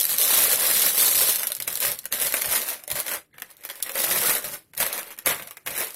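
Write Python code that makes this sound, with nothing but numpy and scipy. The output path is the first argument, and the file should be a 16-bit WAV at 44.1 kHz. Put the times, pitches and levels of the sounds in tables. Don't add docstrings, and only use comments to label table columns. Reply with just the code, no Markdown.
import sys
import numpy as np
from scipy import signal
from scipy.fft import rfft, irfft
from scipy.io import wavfile
from scipy.ndimage import uniform_filter1d, map_coordinates

SR = 44100
rng = np.random.default_rng(int(sys.argv[2]) if len(sys.argv) > 2 else 0)


def nominal_scale(level):
    x = np.asarray(level, float) / 20
    return 10 ** x


def pcm_store(signal):
    levels = np.round(np.clip(np.atleast_2d(signal), -1, 1) * 32767)
    wavfile.write(sys.argv[1], SR, levels.astype(np.int16).T)


N = 262394


def unit(x):
    return x / np.sqrt(np.mean(x ** 2) + 1e-20)


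def curves(rows):
    s, *columns = np.transpose(rows)
    return [np.interp(np.arange(N) / SR, s, column) for column in columns]


def along(points, hz):
    f, v = np.transpose(points)
    return np.interp(np.log(hz + 1), np.log(f + 1), v)


def coloured(x, spectrum):
    m = 8192
    gain = nominal_scale(along(spectrum, np.fft.rfftfreq(m, 1 / SR)))
    cepstrum = irfft(np.log(gain + 1e-6), m)
    cepstrum[1:m // 2] *= 2
    cepstrum[m // 2 + 1:] = 0
    return signal.fftconvolve(x, irfft(np.exp(rfft(cepstrum)), m))[:N]


def noise():
    return rng.standard_normal(N)


def placed(starts_s, shapes):
    at = np.round(starts_s * SR).astype(int)[:, None] + np.arange(shapes.shape[1])
    return np.bincount(at.ravel(), shapes.ravel(), N + SR)[:N]


def wobble(rate_hz):
    knots = rng.standard_normal(int(N * rate_hz / SR) + 4)
    return map_coordinates(knots, [np.arange(N) * rate_hz / SR])


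REST_DB = -79


def swells(rows):
    t = np.arange(0, N, 32) / SR
    power = nominal_scale(REST_DB) ** 2
    for s, db, rise_s, fall_s in rows:
        early = np.maximum(s - t, 0) / rise_s
        late = np.maximum(t - s, 0) / fall_s
        power = power + nominal_scale(db - 10 * (early + early ** 3) - 20 * late) ** 2
    return np.interp(np.arange(N) / SR, t, 10 * np.log10(power))


def ticks(count, t60, spread_db, low_hz, high_hz):
    t = np.arange(160) / SR
    s, size, life, pitch = rng.random((count, 4)).T[..., None]
    gain = nominal_scale(-spread_db * np.log(1 - .99 * size) - 60 * t / (t60 * (0.67 + life)))
    hz = low_hz * (high_hz / low_hz) ** pitch
    ring = 0.92 * np.sin(2 * np.pi * hz * t)
    return placed(s[:, 0] * N / SR, gain * (ring + 0.98 * rng.standard_normal(gain.shape)))


def damped_notes(hz, cycles):
    turns = hz[:, None] * np.arange(700) / SR
    return np.sin(2 * np.pi * turns) * nominal_scale(-60 * turns / cycles)


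def flexes(count, centre_hz, octaves, cycles, spread_db):
    s, size = rng.random((count, 2)).T
    hz = np.clip(centre_hz * 2 ** (octaves * rng.standard_normal(count)), 150, 9000)
    gain = nominal_scale(-spread_db * np.log(1 - .99 * size)) * np.sqrt(hz / centre_hz)
    return placed(s * N / SR, gain[:, None] * damped_notes(hz, cycles))


# frequency_hz, level_db
AIR_COLOUR = [(15, -16), (25, 0), (206, -9), (301, 13.5), (1790, -34), (2350, -23), (6210, -45.5),
              (11600, -18), (16000, -28)]


def kitchen_air():
    return nominal_scale(-73) * unit(coloured(noise(), AIR_COLOUR))


# frequency_hz, t60_s
KITCHEN_DECAY = [(200, 0.2), (2000, 0.13), (8000, 0.14), (15000, 0.06)]


def kitchen(x):
    step = SR // 4
    delay = 130
    out = np.zeros(N + SR)
    for start in range(0, N, step):
        hz, t, z = signal.stft(rng.standard_normal(SR // 3), SR, nperseg=256)
        decay = nominal_scale(-60 * t / along(KITCHEN_DECAY, hz)[:, None])
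        tail = signal.istft(z * decay, SR, nperseg=256)[1]
        wet = signal.fftconvolve(x[start:start + step], tail / np.linalg.norm(tail))
        out[start + delay:][:len(wet)] += wet
    return out[:N]


# time_s, pitch_hz, level_db
RUB = [
    (3.31, 1750, -75),
    (3.33, 1750, -63),
    (3.38, 1760, -63),
    (3.46, 1740, -72),
]


def squeak():
    hz, db = curves(RUB)
    phase = 2 * np.pi * np.cumsum(hz * (1 + .11 * wobble(300))) / SR
    t = np.arange(N) / SR
    sounding = (t > RUB[0][0]) & (t < RUB[-1][0])
    tone = np.sin(phase) + .3 * np.sin(2 * phase)
    return sounding * nominal_scale(db + 5 * wobble(160)) * tone


# frequency_hz, level_db
LOAD_COLOUR = [(20, -27), (35, -13), (60, 3), (160, 6.5), (260, -0.5), (500, -26.5)]
# peak_s, level_db
THUDS = [(0.14, -52), (0.35, -54), (0.45, -50), (0.55, -50), (0.7, -52), (0.87, -52), (1.07, -47),
         (1.15, -52), (1.6, -56), (1.7, -55), (1.88, -46), (2.05, -60), (2.15, -52), (2.24, -51),
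         (2.48, -50), (2.93, -44), (3.15, -55), (4.29, -43), (4.81, -47), (4.47, -54), (4.53, -51),
         (4.1, -54), (4.2, -52), (5.285, -38), (5.42, -52), (5.68, -50), (5.8, -54)]


def contents(crease_db):
    rise_s, fall_s = .04, .07
    thud_db = swells([(s, db, rise_s, fall_s) for s, db in THUDS])
    effort_db = -61 + 1.1 * (crease_db + 20)
    shifting = nominal_scale(effort_db) + nominal_scale(thud_db) + nominal_scale(-79)
    load = nominal_scale(3.2 * wobble(12)) * coloured(noise(), LOAD_COLOUR)
    return shifting * unit(load)


# frequency_hz, level_db
CREASE_COLOUR = [(1470, -35), (2500, -18.5), (3120, -13), (4050, -8.5), (4590, -11.5), (5820, -9),
                 (6810, -10.5), (12000, -0.5), (15100, -8), (15900, -10.5), (16500, -62)]


def bursts(count, t, t60):
    hiss = coloured(noise(), CREASE_COLOUR)[:count * len(t)].reshape(count, -1)
    x = hiss * nominal_scale(-60 * t / t60) * (1 - np.exp(-t / .0003))
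    return x / np.abs(x).max(axis=1, keepdims=True)


# frequency_hz, level_db
BODY_COLOUR = [(100, -24), (200, -11.5), (300, -10), (560, 0), (660, -3.5), (730, -5.5), (1300, -3),
               (2100, 2), (3500, -5.5), (7000, -25)]
# start_s, level_db
LONE_TICKS = [(0.016, -13), (0.0427, -15), (0.0529, -11), (0.0664, -15), (0.0942, -15), (0.1022, -16),
              (0.1158, -15), (0.1648, -20), (0.1841, -13), (0.5579, -13), (0.7122, -12), (0.9465, -15),
              (1.389, -21), (1.3955, -18), (1.4917, -25), (1.5875, -35), (1.6473, -31), (1.7032, -25),
              (1.7138, -26), (1.7285, -22), (1.742, -23), (1.8274, -15), (1.917, -17), (1.9941, -33),
              (2.0336, -38), (2.0426, -33), (2.2, -18), (2.2225, -12), (2.3235, -19), (2.4153, -18),
              (2.4584, -16), (2.5263, -14), (2.5528, -14), (2.6794, -23), (2.6871, -17), (2.7034, -20),
              (2.734, -26), (2.9201, -22), (3.1139, -24),
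              (3.1407, -22), (3.6089, -45), (3.9185, -25), (3.9558, -22), (3.9906, -19), (4.0026, -16),
              (4.0183, -17), (4.041, -17), (4.1107, -14), (4.1251, -16), (4.1609, -15), (4.1881, -15),
              (4.2163, -14), (4.3824, -20), (4.4245, -33), (4.4423, -27), (4.4495, -22), (4.7714, -36),
              (4.8271, -17), (4.8651, -18), (4.9784, -23), (5.0307, -29), (5.1251, -33), (5.1654, -44),
              (5.1779, -35), (5.2231, -43), (5.3461, -23), (5.3871, -35), (5.4724, -30), (5.6661, -25),
              (5.6793, -23), (5.7654, -23), (5.7857, -20), (5.8067, -17), (5.8138, -19), (5.826, -22),
              (5.847, -22), (5.8698, -29), (5.9061, -31), (5.9447, -29)]


def lone_ticks():
    s, db = np.transpose(LONE_TICKS)
    t = np.arange(300) / SR
    t60 = .0045
    size = nominal_scale(db + 5)[:, None]
    tap = placed(s, size * rng.standard_normal((len(s), len(t))) * nominal_scale(-30 * t / t60))
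    return placed(s, size * bursts(len(s), t, t60)) + nominal_scale(-12) * coloured(tap, BODY_COLOUR)


# start_s, level_db, panel_share_db, panel_pitch_hz
GRIPPED = [(0.001, -8, -30, 2700), (0.01, -3, -39, 2760), (0.0304, -7, -37, 3750), (0.041, -10, -45, 3180),
           (0.0523, -8, -42, 2920), (0.0932, -13, -13, 3060), (0.1294, -9, -25, 3910),
           (0.1404, -8, -13, 3430)]
# start_s, level_db, panel_share_db, panel_pitch_hz
SHAKEN = [(0.183, -6, -45, 3060), (0.2014, -9, -17, 3880), (0.214, -5, -35, 3940), (0.305, -8, -13, 2440),
          (0.3374, -6, -10, 3990), (0.375, -7, -18, 3920), (0.439, -9, -28, 2200), (0.5144, -9, -16, 2230),
          (0.5294, -8, -15, 504), (0.6544, -15, -10, 2940), (0.7113, -12, -20, 3770),
          (0.7598, -12, -23, 3950), (0.819, -9, -21, 2080), (0.8644, -8, -17, 3990),
          (0.9778, -5, -12, 3580), (1.0605, -10, -22, 3990), (1.1484, -13, -7, 3790),
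          (1.214, -9, -25, 3680), (1.278, -10, -21, 3760), (1.3582, -10, -40, 3880),
          (1.4323, -11, -12, 2860), (1.4703, -7, -21, 3680)]
# start_s, level_db, panel_share_db, panel_pitch_hz
LAID = [(1.502, -16, -10, 605), (1.519, -6, -20, 1440), (1.5505, -13, -31, 2100), (1.5662, -16, -21, 1590),
        (1.6015, -12, -9, 2290), (1.6227, -11, -20, 2520), (1.6775, -6, -14, 2300), (1.727, -19, -33, 2190),
        (1.7549, -8, -23, 1750), (1.773, -10, -15, 2300), (1.8028, -7, -28, 470), (1.9174, -11, -15, 2200),
        (1.989, -15, -39, 2170), (2.0552, -11, -14, 1500), (2.1246, -6, -10, 3200), (2.215, -6, -22, 520),
        (2.2647, -11, -18, 2190), (2.3236, -8, -17, 3530), (2.34, -6, -3, 1580), (2.368, -8, -14, 3280),
        (2.419, -5, -13, 2320), (2.4443, -18, -2, 2300), (2.523, -18, -6, 2160), (2.5596, -8, -25, 3520),
        (2.6167, -13, -18, 2150)]
# start_s, level_db, panel_share_db, panel_pitch_hz
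FINGERED = [(2.8374, -25, -15, 715), (2.8781, -14, -14, 587), (2.9023, -13, -12, 2040),
            (2.9144, -5, -17, 2400), (2.9552, -17, -10, 2080), (3.0005, -9, -17, 593),
            (3.0639, -17, -7, 2150), (3.081, -14, -5, 2180), (3.1138, -22, 1, 2260), (3.136, -20, -5, 2350),
            (3.3416, -48, 5, 1780), (3.3822, -30, 0, 1760), (3.3998, -26, -14, 1660),
            (3.4203, -17, -3, 1680), (3.5029, -35, -16, 2050), (3.5115, -34, -14, 1790),
            (3.5678, -35, -26, 589), (3.6085, -41, -6, 485), (3.6371, -27, -11, 2120),
            (3.6505, -14, -13, 2300), (3.69, -22, -5, 1510), (3.6993, -19, -1, 3360),
            (3.7114, -22, -17, 3530), (3.7558, -27, -13, 1280), (3.8018, -26, -8, 2200),
            (3.826, -5, -35, 1650), (3.8625, -30, 4, 2150), (3.894, -17, -4, 1850)]
# start_s, level_db, panel_share_db, panel_pitch_hz
PATTED = [(3.9539, -17, -4, 543), (4.002, -12, -13, 560), (4.0394, -12, -7, 590), (4.1116, -11, -6, 3140),
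          (4.1585, -19, 3, 1840), (4.2574, -10, -17, 528), (4.294, -8, -12, 1850), (4.3514, -9, -13, 512),
          (4.4428, -17, -10, 608), (4.7354, -34, 1, 2150), (4.7498, -29, -16, 1730),
          (4.777, -12, -18, 1900), (4.8014, -6, -12, 647), (4.8278, -19, 2, 926), (4.8643, -14, -10, 2120),
          (4.9282, -9, -19, 2250), (5.1056, -27, -5, 2820), (5.1877, -18, -11, 1700),
          (5.2601, -5, -14, 2020), (5.2684, -9, -3, 2300), (5.3, -14, -13, 2170), (5.3958, -28, 5, 1570),
          (5.423, -24, -5, 2310), (5.474, -22, -13, 3720), (5.5094, -22, -7, 1150), (5.5698, -24, -4, 1820),
          (5.6625, -17, -7, 1570), (5.673, -16, 0, 2150), (5.7054, -20, -9, 567), (5.7775, -12, -13, 1740)]
FOLDS = [GRIPPED, SHAKEN, LAID, FINGERED, PATTED]


def snaps():
    s, db, share_db, hz = np.concatenate(FOLDS).T
    t = np.arange(900) / SR
    crack = placed(s, nominal_scale(db - 1.5)[:, None] * bursts(len(s), t, t60=.008))
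    thump = rng.standard_normal((len(s), len(t))) * nominal_scale(-60 * t / .024) * (1 - np.exp(-t / .0006))
    knock = coloured(placed(s, nominal_scale(db + share_db + 4)[:, None] * thump), BODY_COLOUR)
    note = placed(s, nominal_scale(db + share_db - 8)[:, None] * damped_notes(hz, cycles=32))
    return crack + knock + note


SHOWER_DB = [-22, -15, -19, -17, -15]


def showers():
    s, db, share_db, _ = np.concatenate(FOLDS).T[..., None]
    under_db = np.repeat(SHOWER_DB, [len(rows) for rows in FOLDS])[:, None]
    t = np.arange(SR // 6) / SR
    shower = nominal_scale(db + under_db - 60 * t / 0.048) * (1 - np.exp(-t / 0.0034))
    return placed(s[:, 0], shower), placed(s[:, 0], nominal_scale(share_db + 1.0) * shower)


# time_s, level_db
HOLLOW = [(0.2, -15), (0.55, -10.5), (0.75, -14), (1.3, -15), (1.5, -9), (1.75, -10), (2.05, -9),
          (2.3, -10), (2.7, -8), (2.85, -2), (3.0, -9), (3.36, 0), (3.5, -4), (3.85, -4), (4.0, -9),
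          (4.8, -6), (5.15, -1), (5.95, -6)]


def panels(crease_db, shower, clumps):
    panel_db = crease_db + curves(HOLLOW)[0]
    pops = unit(flexes(count=4000, centre_hz=1300, octaves=1.23, cycles=17, spread_db=1.5))
    rustle = unit(ticks(count=6000, t60=0.0042, spread_db=-0.5, low_hz=309, high_hz=5180))
    body = coloured(0.59 * pops + 0.97 * rustle, BODY_COLOUR)
    return (nominal_scale(panel_db - 2.4) + shower) * unit(nominal_scale(1.25 * clumps) * body)


def creases(crease_db, shower, clumps):
    stream = ticks(count=24000, t60=0.005, spread_db=1.2, low_hz=2547, high_hz=15800)
    bright = coloured(stream, CREASE_COLOUR)
    uneven = nominal_scale(.6 * clumps + 1.1 * wobble(400))
    return (nominal_scale(crease_db - 3) + shower) * unit(uneven * bright)


# peak_s, level_db,
# rise_s, fall_s (from and to 20 dB below)
GESTURES = [(0.0, -20, .1, .06), (0.045, -28, .06, .1), (0.115, -23, .07, .2), (0.225, -14.5, .06, .2),
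            (0.32, -17, .08, .2), (0.385, -16, .08, .2), (0.445, -17, .04, .2), (0.53, -20, .1, .15),
            (0.61, -22, .06, .15), (0.67, -18, .12, .15), (0.73, -18, .08, .2), (0.795, -18, .06, .1),
            (0.875, -17, .15, .17), (0.95, -23, .02, .1), (1.0, -15, .05, .3), (1.05, -18, .08, .2),
            (1.08, -20, .06, .1), (1.115, -21, .04, .06), (1.15, -21, .02, .1), (1.185, -16, .04, .2),
            (1.22, -18, .06, .08), (1.29, -16, .09, .16), (1.42, -29, .1, .14), (1.62, -39, .02, .15),
            (1.68, -26, .014, .06), (1.72, -32, .06, .2), (1.825, -24, .04, .1), (1.855, -17.5, .04, .1),
            (1.915, -28, .05, .035), (2.043, -42, .01, .04),
            (2.14, -24, .028, .12), (2.225, -22, .05, .1), (2.27, -22, .08, .1), (2.36, -23, .04, .12),
           (2.46, -27, .08, .15), (2.52, -21, .06, .1), (2.56, -20, .06, .1), (2.63, -30, .06, .15),
           (2.69, -26, .04, .1), (2.735, -32, .08, .045), (2.905, -33, .02, .1), (2.965, -27, .03, .1),
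           (2.995, -27, .05, .05), (3.15, -26.5, .12, .05), (3.37, -59, .04, .15), (3.46, -53, .06, .1),
           (3.51, -49, .03, .07), (3.6, -54, .04, .15), (3.66, -42, .05, .1), (3.71, -44, .03, .1),
           (3.77, -43, .05, .15), (3.86, -36, .025, .4), (3.97, -26, .04, .2), (4.03, -23, .1, .25),
           (4.11, -26, .1, .25), (4.2, -22, .2, .15), (4.265, -18, .05, .1), (4.31, -16, .06, .09),
           (4.38, -28, .04, .04), (4.46, -31, .06, .1), (4.545, -30, .07, .048), (4.772, -33, .008, .1),
           (4.815, -21, .03, .12), (4.872, -27, .04, .04), (4.94, -30, .03, .1), (4.99, -29, .07, .07),
           (5.07, -43, .05, .1), (5.12, -41, .06, .045), (5.178, -45, .005, .04), (5.22, -52, .04, .1),
           (5.275, -19, .02, .08), (5.305, -25, .03, .1), (5.42, -43, .1, .2), (5.66, -54, .015, .05),
           (5.68, -34, .02, .2), (5.82, -25, .12, .11), (5.95, -41, .03, .1)]


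def crinkle():
    crease_db = swells(GESTURES)
    bright_shower, hollow_shower = showers()
    clumps = wobble(55)
    paper = creases(crease_db, bright_shower, clumps) + panels(crease_db, hollow_shower, clumps)
    return paper + contents(crease_db)


def scene():
    bag = crinkle() + snaps() + lone_ticks() + squeak()
    return (bag + nominal_scale(-9.5) * kitchen(bag) + kitchen_air())[None]


# frequency_hz, margin_db
DROPOUT = [(2000, -30), (3000, -6.5), (5000, -4), (9000, -4), (10500, -8), (13000, -8), (15000, -5)]


def starved(x, size, width, span, margin_db, luck_db):
    hz, _, z = signal.stft(x, SR, "cosine", nperseg=size)
    power = np.add.reduceat(np.abs(z) ** 2, np.arange(0, len(hz), width))
    around = uniform_filter1d(uniform_filter1d(power, size=5, axis=0), size=span, axis=1)
    luck = luck_db * unit(uniform_filter1d(rng.standard_normal(power.shape), size=2, axis=1))
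    limit = nominal_scale(along(DROPOUT, hz[::width])[:, None] + margin_db + luck) ** 2
    keep = np.where(power < limit * around, nominal_scale(-24), 1)
    return signal.istft(z * keep[np.arange(len(hz)) // width], SR, "cosine", nperseg=size)[1][:N]


def roll_off(x):
    return signal.sosfilt(signal.butter(12, 17040, fs=SR, output="sos"), x)


# frequency_hz, level_db
BAND_EDGE = [(15600, 0.5), (15950, -8), (16100, -42), (17000, -55)]


def record(dry):
    rounded = dry[0] / (1 + np.abs(dry[0] / .45) ** 3) ** (1 / 3)
    limited = coloured(rounded, BAND_EDGE)
    short = starved(limited, size=256, width=6, span=14, margin_db=-6, luck_db=4.5)
    long = starved(short, size=1536, width=10, span=1, margin_db=.8, luck_db=3.5)
    return roll_off(long[None])


dry = scene()
out = record(dry)
pcm_store(out)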